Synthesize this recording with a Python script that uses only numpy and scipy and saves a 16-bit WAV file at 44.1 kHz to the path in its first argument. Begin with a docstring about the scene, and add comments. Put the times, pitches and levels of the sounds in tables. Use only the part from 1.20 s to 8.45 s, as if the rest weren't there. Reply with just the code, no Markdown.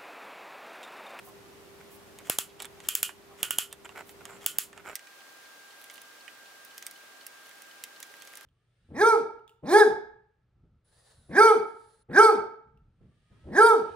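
"""A quiet room hums and a faint clock beats while a hand turns the chuck of a hand brace.
Fingers rasp on the knurled shell, loose steel parts tick, and the pawl scrapes up ten teeth,
snapping off each one and setting the steel head ringing. A limiter flattens the snaps.
Halfway through, the scene jumps to four times the speed: hum and clock rise in pitch,
the beat races, and the handling becomes thin, dry ticking amid bouts of faint crackle."""
import sys
import numpy as np
from scipy import signal
from scipy.fft import rfft, irfft
from scipy.io import wavfile
from scipy.ndimage import uniform_filter1d

SR = 44100
rng = np.random.default_rng(int(sys.argv[2]) if len(sys.argv) > 2 else 0)


def store_wav(level_fs):
    """Save 16-bit WAV to argv[1]."""
    pcm = np.round(np.clip(np.atleast_2d(level_fs), -1, 1) * 32767)
    wavfile.write(sys.argv[1], SR, pcm.T.astype(np.int16))


N = 319725
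JUMP_S, FAST_SPEED = 3.742, 4

# room tone before and after the jump: freq_hz, gain_db
AIR_EQ = [(15, -55), (25, -34), (59, -14.5), (326, -13), (394, -8), (427, -13), (516, -14.5), (911, -17.5),
          (1230, -19), (1560, -21), (2550, -23.5), (3820, -27), (7510, -31.5), (14000, -34), (16000, -40)]
FAST_AIR_EQ = [(15, -77), (25, -47.5), (249, -20), (270, -17), (301, -17), (489, -15), (575, -13),
               (624, -14.5), (911, -15.5), (1160, -14.5), (1330, -12.5), (1560, -13), (1940, -15.5),
               (4250, -19), (16000, -29)]
# how alike the room tone is left and right: freq_hz, correlation
AIR_CORRELATION = [(50, 0.35), (250, 0.28), (1000, 0.25), (4000, 0.057), (15000, 0.24)]
# mains hum at speed 1: pitch_hz, level_db
MAINS_HUM = [(200, -73.3), (300, -72.3), (399.8, -59)]
# palm strokes: start_s, length_s, level_db
BRUSHES = [(.02, .1, -55.5), (.69, 0.096, -56), (2.85, 0.09, -54.5)]
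# resonances of the clock case at speed 1: pitch_hz, level_db
CLOCK_MODES = [(750, -57), (1075, -58)]
# finger strokes: start_s, length_s, rasp_db, hiss_db
RUBS = [(0.601, 0.02, -51.5, -76), (0.998, .02, -51, -77), (1.386, 0.059, -51, -53),
        (2.219, 0.04, -46, -63), (2.642, 0.028, -45, -50), (2.68, 0.067, -59, -68),
        (2.737, 0.1, -40.5, -60), (3.004, 0.018, -47, -78), (3.06, 0.14, -50.5, -58),
        (3.532, .1, -52.5, -71), (3.633, 0.12, -40, -56)]
# friction tone of palm, fingers, spindle and pawl: freq_hz, gain_db
BRUSH_EQ = [(1000, -20), (5000, -8), (10000, 4), (15000, 5)]
RASP_EQ = [(150, -25), (380, -8), (700, -4.5), (1150, -8.5), (1450, 2.5), (1700, -10), (2500, -10.5),
           (3600, -24), (6000, -26), (16000, -32)]
SPINDLE_EQ = [(3000, -18), (6200, -29), (7000, 8), (7800, 6), (8800, -5), (13000, -16), (13900, -17),
              (14800, -21)]
SCRAPE_EQ = [(500, -14), (1500, -4), (2800, -9), (3350, -5.5), (3900, -22), (6000, -14), (7300, -10),
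             (9000, -16), (16000, -22)]
# thud, body, bite and sparkle bands of a steel hit: low_hz, high_hz
HIT_BANDS = [(110, 1200), (1200, 4000), (4000, 9000), (9000, 16500)]
# pan of each of those bands: left_over_right_db
BAND_PANS = [-5, -4.5, -0.5, -1.2]
# loose parts touching: start_s, bite_db, hardness_db (bare steel above 0, hand-muffled below)
TICKS = [(0.9876, -44, 3), (1.4021, -34.5, -3), (1.4218, -35, 9), (1.4276, -45, 9), (1.4464, -39.5, -9),
         (1.4541, -38.5, 6), (1.6032, -45.5, -5.5), (1.8923, -42.5, -27), (2.5276, -34, 7.5),
         (2.6547, -48, -26), (2.6922, -48.5, -27), (2.8932, -45, 0), (3.054, -38, 1), (3.5297, -48.5, -20),
         (3.5768, -44.5, -15), (3.5976, -62.5, -32), (3.7546, -28.5, 8), (3.7623, -40, -3),
         (3.793, -46, -9), (3.871, -50, -12), (4.6991, -43.5, -10), (4.743, -53, 10), (4.779, -49, -15),
         (4.817, -48, 9), (5.0793, -52, -37.5), (5.4495, -50, 12), (5.5797, -39.5, 7), (5.625, -39.5, 0),
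         (5.666, -33.5, 7.5), (5.711, -45.5, 9), (6.0663, -40, 12), (6.312, -53.5, -11), (6.4205, -46.5, 7),
         (6.6378, -34, 6), (6.8024, -44.5, 10), (6.8279, -36.5, 2.5), (7.0212, -44, 4), (7.0736, -46, 1),
         (7.1544, -44, 7), (7.172, -43.5, 8.5)]
# tone of a tick and of its reverb, at normal and high speed: freq_hz, gain_db
TICK_EQ = [(150, -10), (700, 23), (1400, 17), (2050, 16.5), (2600, 17), (3200, 15), (4200, -1.5),
           (6000, -3), (7500, 4.5), (10800, -1), (13000, -6), (15500, -11)]
FAST_TICK_EQ = [(700, -0.5), (1400, 12.5), (2000, 23), (2600, 14.5), (3200, 13.5), (4200, -0.5),
                (6000, 4.5), (7500, 2), (10800, 3.5), (15500, 0.5)]
TICK_REVERB_EQ = [(300, -4.5), (2000, -5.5), (12000, -19.0)]
FAST_REVERB_EQ = [(300, -11.0), (2500, 9.0), (12000, -1.5)]
# pawl snaps: start_s, bite_db, thud_db, body_db, sparkle_db (these three relative to bite), ring_db
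SNAPS = [(1.098, -6.5, -9.5, -8.5, -4, -65), (1.186, -8, -14, -9.5, -2, -46.5),
         (1.687, -6.5, -26, -7, 1, -39.5), (1.7518, -6.5, -26, -11, 2, -51),
         (1.8295, -6, -26, -10.5, -7, -37.5), (2.23, -11, -17.5, -4.5, -1, -44),
         (2.3074, -12, -18.5, -5, 3, -41), (2.3849, -3, -17.5, -7, -7, -37.5),
         (3.2623, -4.5, -20.5, -9.5, 2, -42), (3.3851, -4, -18.5, -11.5, 2.5, -53)]
# tone of a snap, what a tight grip adds to it, and its reverb: freq_hz, gain_db
SNAP_EQ = [(150, -3), (700, 3), (1100, 1.5), (1450, -4), (1900, -10), (2450, -1.5), (3150, 10), (3900, -12),
           (6000, -11), (7400, -1.5), (8700, -6.5), (9800, 4.5), (11800, 17.5), (12300, 12), (12900, 20),
           (13900, 20), (15000, 26), (15800, 30)]
TIGHT_GRIP_EQ = [(1100, -3.5), (1900, 5.5), (2450, 2), (3150, -8.5), (3900, 5)]
SNAP_REVERB_EQ = [(300, -42), (1400, 15), (2100, 16), (3100, 6.5), (4000, 12.5), (6000, 9.5),
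                  (12000, 4), (14000, -4.5)]
# resonances of the steel head: pitch_hz, gain_db, t60_s
HEAD_MODES = [(1360, -7, .2), (1444, -4, .22), (2442, -6, .17), (2662, -2, .18), (2862, 2, .17),
              (2940, 0, .18), (3017, -1, .16), (3084, 0, .18), (3161, 1, .19), (3226, -2, .17),
              (7644, -3, .15), (8828, -6, .15), (8989, -4, .15), (10566, -3, .14), (11344, -3, .14),
              (11833, -2, .14)]
# jaws touching: start_s, pitch_hz, level_db
CLINKS = [(1.291, 3310, -54), (1.392, 3320, -52), (1.421, 3830, -46), (1.646, 3220, -55),
          (2.511, 3100, -50), (3.208, 3300, -58)]
# bouts of faint, bright crackle and stray knocks in the sped-up part: start_s, length_s, level_db
CRACKLE_BOUTS = [(3.76, 0.46, -72), (4.55, 0.29, -59.5), (5.4, 0.53, -69), (6.12, 0.37, -65),
                 (6.75, 0.67, -62.5)]
# tone of the crackle: freq_hz, gain_db
CRACKLE_EQ = [(500, -19), (3000, 0), (7000, -9), (11000, 0.5), (15000, -6.5)]


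def amp(db):
    """Decibels to linear gain."""
    return 10 ** (np.asarray(db) / 20)


def unit(x):
    """Scales to rms 1."""
    return x / np.sqrt(np.mean(x ** 2) + 1e-20)


def curve_at(points, hz):
    """Reads a curve on a log-frequency axis."""
    freq_hz, value = np.transpose(points)
    return np.interp(np.log(hz + 1), np.log(freq_hz + 1), value)


def add(mix, start_s, sound):
    """Drops a sound into the mix."""
    part = mix[..., round(start_s * SR):][..., :sound.shape[-1]]
    part += sound[..., :part.shape[-1]]


def eq(x, points):
    """Shapes a steady sound with an EQ curve."""
    n = x.shape[-1]
    return irfft(rfft(x) * amp(curve_at(points, np.fft.rfftfreq(n, 1 / SR))), n)


def impulse_response(points, size=2048):
    """An EQ curve as a minimum-phase response, which keeps attacks sharp."""
    log_gain = np.log(amp(curve_at(points, abs(np.fft.fftfreq(size, 1 / SR)))))
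    spectrum = np.exp(np.conj(signal.hilbert(log_gain)))
    return np.fft.ifft(spectrum).real[:size // 2]


def pan(x, left_db):
    """Sets the left channel left_db above the right."""
    return x * amp([[left_db / 2], [-left_db / 2]])


def swells(strokes):
    """Envelope with one soft hump for each start_s, length_s, level_db."""
    envelope = np.zeros(N)
    for start_s, length_s, level_db in strokes:
        add(envelope, start_s, amp(level_db) * signal.windows.tukey(round(length_s * SR), .7))
    return envelope


def grit(per_s, spread_db, hiss, width):
    """Stereo friction: tiny slips of uneven size over a smooth hiss."""
    slips = (rng.random(N) < per_s / SR) * rng.standard_normal(N)
    slips *= amp(spread_db * np.minimum(rng.exponential(1, N), 4))
    return unit(slips) + hiss * rng.standard_normal(N) + width * rng.standard_normal((2, N))


def reverb(x, t60_s, tone, onset_s, correlation, size=8192):
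    """Dense room reflections that fade in quickly and die away."""
    t = np.arange(size) / SR
    left, other = rng.standard_normal((2, size))
    right = correlation * left + np.sqrt(1 - correlation ** 2) * other
    envelope = amp(-60 * t / t60_s) * (1 - np.exp(-(t / onset_s) ** 2))
    tail = eq(np.array([left, right]), tone) * envelope
    return signal.fftconvolve(x, unit(tail) / np.sqrt(size), axes=1)


def room_tone(tone, speed, air_db=-53):
    """A wide bed of air with mains hum; speed pitches the hum up."""
    left, other = rng.standard_normal((2, N))
    correlation = curve_at(AIR_CORRELATION, np.fft.rfftfreq(N, 1 / SR))
    right = irfft(correlation * rfft(left) + np.sqrt(1 - correlation ** 2) * rfft(other), N)
    t = speed * np.arange(N) / SR
    hum = sum(amp(db) * np.sqrt(2) * np.sin(2 * np.pi * (hz * t + rng.random())) for hz, db in MAINS_HUM)
    return amp(air_db) * unit(eq(np.array([left, right]), tone)) + hum


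def palm_brush():
    """A palm slides over the steel with an airy swish."""
    friction = grit(per_s=3000, spread_db=2, hiss=1, width=.6)
    return swells(BRUSHES) * unit(eq(friction, BRUSH_EQ))


def tink(hz, level_db, decay_s, width=0.04, size=8192):
    """A light rattle excites one narrow resonance."""
    t = np.arange(size) / SR
    resonance = [(hz / 2, -30), (hz * (1 - width), -13), (hz, 0), (hz * (1 + width), -13),
                 (hz * 2, -30), (hz * 4, -50)]
    envelope = t / decay_s * np.exp(1 - t / decay_s)
    return amp(level_db) * envelope * unit(eq(rng.standard_normal(size), resonance))


def clock(start_s, end_s, speed):
    """Faint, even beats ring the clock's case; speed scales rate and pitch alike."""
    out = np.zeros(N)
    for beat_s in np.arange(start_s, end_s, 1.002 / speed):
        for hz, level_db in CLOCK_MODES:
            add(out, beat_s, tink(hz * speed, level_db, decay_s=0.014 / speed))
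    return pan(out, left_db=-4.0)


def finger_rasp(slips_per_s=300, decay_s=.004, size=900):
    """Skin sticks and slips on the knurling; each slip briefly rings the hand-damped shell."""
    t = np.arange(size) / SR
    shell = (t == 0) + .06 * rng.standard_normal((2, size)) * np.exp(-t / decay_s)
    slips = (rng.random(N) < slips_per_s / SR) * rng.uniform(.4, 1.4, N)
    slips += .04 * rng.standard_normal(N)
    rasp = signal.fftconvolve(slips[None], shell, axes=1)[:, :N]
    envelope = swells([(start_s, length_s, rasp_db) for start_s, length_s, rasp_db, _ in RUBS])
    return envelope * unit(eq(rasp, RASP_EQ))


def spindle_hiss():
    """The spindle hisses thinly in its bearing with each finger stroke."""
    friction = grit(per_s=1700, spread_db=11, hiss=0.95, width=0.67)
    envelope = swells([(start_s, length_s, hiss_db) for start_s, length_s, _, hiss_db in RUBS])
    return envelope * unit(eq(friction, SPINDLE_EQ))


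def steel_hit(levels, response, chatter, decay_s, width, size=1500):
    """Steel meets steel: a sharp click and bright, dying chatter, balanced in four bands."""
    bite_db, thud_db, body_db, sparkle_db = levels
    t = np.arange(size) / SR
    rattle = rng.standard_normal((2, size)) * np.exp(-t / decay_s) * np.sqrt(2 / (decay_s * SR))
    mid, side = signal.sosfilt(signal.butter(1, 2500, "highpass", fs=SR, output="sos"), rattle)
    blow = (t == 0) + chatter * mid + width * np.array([side, -side])
    blow = signal.fftconvolve(blow, response[None])[:, :size]
    out = 0
    for edges_hz, band_db, left_db in zip(HIT_BANDS, [thud_db, body_db, 0, sparkle_db], BAND_PANS):
        band = signal.sosfilt(signal.butter(3, edges_hz, "bandpass", fs=SR, output="sos"), blow)
        out = out + amp(bite_db + band_db) * pan(unit(band), left_db)
    return out * np.sqrt(0.0021 * SR / size)  # each band has the energy of 2.1 ms at its level


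def loose_ticks():
    """Loose jaws and the ratchet collar tick; at high speed they are thinner, with a shorter tail."""
    out = np.zeros((2, N))
    response, fast_response = impulse_response(TICK_EQ), impulse_response(FAST_TICK_EQ)
    for start_s, bite_db, hardness_db in TICKS:
        # harder contacts have less body and more sparkle
        body_db, sparkle_db = -3.5 - 0.43 * hardness_db, -7 + hardness_db
        if start_s < JUMP_S:
            levels = (bite_db, body_db - 10, body_db, sparkle_db)
            tick = steel_hit(levels, response, chatter=1.0, decay_s=0.0022, width=0.34)
            tail = amp(-7) * reverb(tick, t60_s=.072, tone=TICK_REVERB_EQ, onset_s=.00031, correlation=1)
        else:
            levels = (bite_db, body_db - 24, body_db, sparkle_db)
            tick = steel_hit(levels, fast_response, chatter=4.3, decay_s=0.002, width=1.0)
            tail = amp(-9) * reverb(tick, t60_s=.056, tone=FAST_REVERB_EQ, onset_s=.00097, correlation=1)
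        add(out, start_s, tick)
        add(out, start_s, tail)
    return pan(out, left_db=-2.0)


def pawl_scrapes(lead_s=0.06, length_s=0.063, level_db=-52):
    """Leading into each snap, the pawl rides up a tooth and makes the head sing faintly."""
    friction = grit(per_s=1500, spread_db=2, hiss=.7, width=.4)
    envelope = swells([(snap_s - lead_s, length_s, level_db) for snap_s, *_ in SNAPS])
    return envelope * unit(eq(friction, SCRAPE_EQ))


def steel_ring(modes, size=6500):
    """Struck steel rings; each blow lands on another spot, which rebalances the modes."""
    hz, gain_db, t60_s = np.transpose(modes)[:, :, None]
    t = np.arange(size) / SR
    strike_db = 3 * rng.standard_normal(hz.shape)
    envelopes = amp(gain_db + strike_db - 60 * t / t60_s)
    partials = np.sin(2 * np.pi * (hz * t + rng.random(hz.shape)))
    return unit((envelopes * partials).sum(0))


def pawl_snaps(slip_s=0.0014, land_delay_s=0.00077, free_ring_db=-41.5, held_ring_db=-63):
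    """The pawl slips off a tooth, lands on the next and rings the head; the room answers each blow."""
    out, reverb_send = np.zeros((2, N)), np.zeros((2, N))
    # the crowded upper modes of the head
    shimmer = steel_ring([(hz, 0, .15) for hz in rng.uniform(6500, 15600, size=120)])
    for start_s, bite_db, thud_db, body_db, sparkle_db, ring_db in SNAPS:
        land_s = start_s + land_delay_s
        levels = (bite_db, thud_db, body_db, sparkle_db)
        # a weaker ring means a tighter grip, which also colours the snap
        grip = np.clip((free_ring_db - ring_db) / (free_ring_db - held_ring_db), 0, 1)
        response = impulse_response([(hz, db + grip * curve_at(TIGHT_GRIP_EQ, hz)) for hz, db in SNAP_EQ])
        slip = amp(-21) * steel_hit(levels, response, chatter=0.53, decay_s=0.002, width=1.0)
        add(out, land_s - slip_s, slip)
        add(out, land_s, steel_hit(levels, response, chatter=1.15, decay_s=.001, width=.2))
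        add(out, land_s, amp(ring_db) * pan(steel_ring(HEAD_MODES), left_db=-5))
        add(out, land_s, amp(bite_db - 33) * shimmer)
        add(reverb_send, land_s, steel_hit(levels, response, chatter=0, decay_s=.001, width=0))
    tail = reverb(reverb_send, t60_s=0.17, tone=SNAP_REVERB_EQ, onset_s=0.0007, correlation=0.73)
    return out + amp(-10.5) * tail[:, :N]


def jaw_clinks():
    """The jaws touch lightly as the fingers take a new hold."""
    out = np.zeros(N)
    for start_s, hz, level_db in CLINKS:
        add(out, start_s, tink(hz, level_db, decay_s=0.0065))
    return pan(out, left_db=-4.0)


def fast_crackle():
    """Bouts of faint, bright crackle and stray knocks in the sped-up part."""
    crackle = unit(eq(grit(per_s=70, spread_db=0, hiss=.25, width=.2), CRACKLE_EQ))
    knocks = unit(eq(grit(per_s=25, spread_db=0, hiss=.25, width=.2), FAST_TICK_EQ))
    return swells(CRACKLE_BOUTS) * pan(crackle + amp(-3) * knocks, left_db=-2.5)


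def scene():
    """The brace up front, over room tone and clock at normal and then high speed."""
    normal_bed = pan(room_tone(AIR_EQ, speed=1), left_db=-0.5)
    fast_bed = pan(room_tone(FAST_AIR_EQ, FAST_SPEED), left_db=-0.7)
    bed = np.where(np.arange(N) < JUMP_S * SR, normal_bed, fast_bed)
    brace = pawl_snaps() + loose_ticks() + jaw_clinks()
    brace += pan(finger_rasp() + spindle_hiss() + palm_brush(), left_db=-3.5)
    brace += pawl_scrapes()
    crackle = fast_crackle()
    beats = clock(start_s=.07, end_s=JUMP_S, speed=0.99)
    beats += clock(start_s=4.004, end_s=N / SR, speed=FAST_SPEED)
    return bed + beats + brace + crackle


def peak_hold(over_db, release_db_per_s):
    """Follows each rise at once and lets go at a steady rate."""
    fall_db = np.arange(N) * release_db_per_s / SR
    return np.maximum.accumulate(over_db + fall_db) - fall_db


def record(dry, threshold_db=-18, slope=0.78, slow_share=0.38, cutoff_hz=15850):
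    """A look-ahead limiter with a quick release and a smaller slow one, then a steep low-pass."""
    power_db = 10 * np.log10(abs(uniform_filter1d((dry ** 2).mean(0), size=88)) + 1e-12)
    over_db = slope * np.maximum(power_db - threshold_db, 0)
    quick_db = peak_hold(over_db, release_db_per_s=325)
    slow_db = peak_hold(over_db, release_db_per_s=19.5)
    duck_db = (1 - slow_share) * quick_db + slow_share * slow_db
    ducked = dry / amp(uniform_filter1d(duck_db, size=40))
    lowpass = signal.firwin(255, cutoff_hz, window=("kaiser", 7), fs=SR)
    return signal.oaconvolve(ducked, lowpass[None], "same")


dry = scene()
out = record(dry)
store_wav(out)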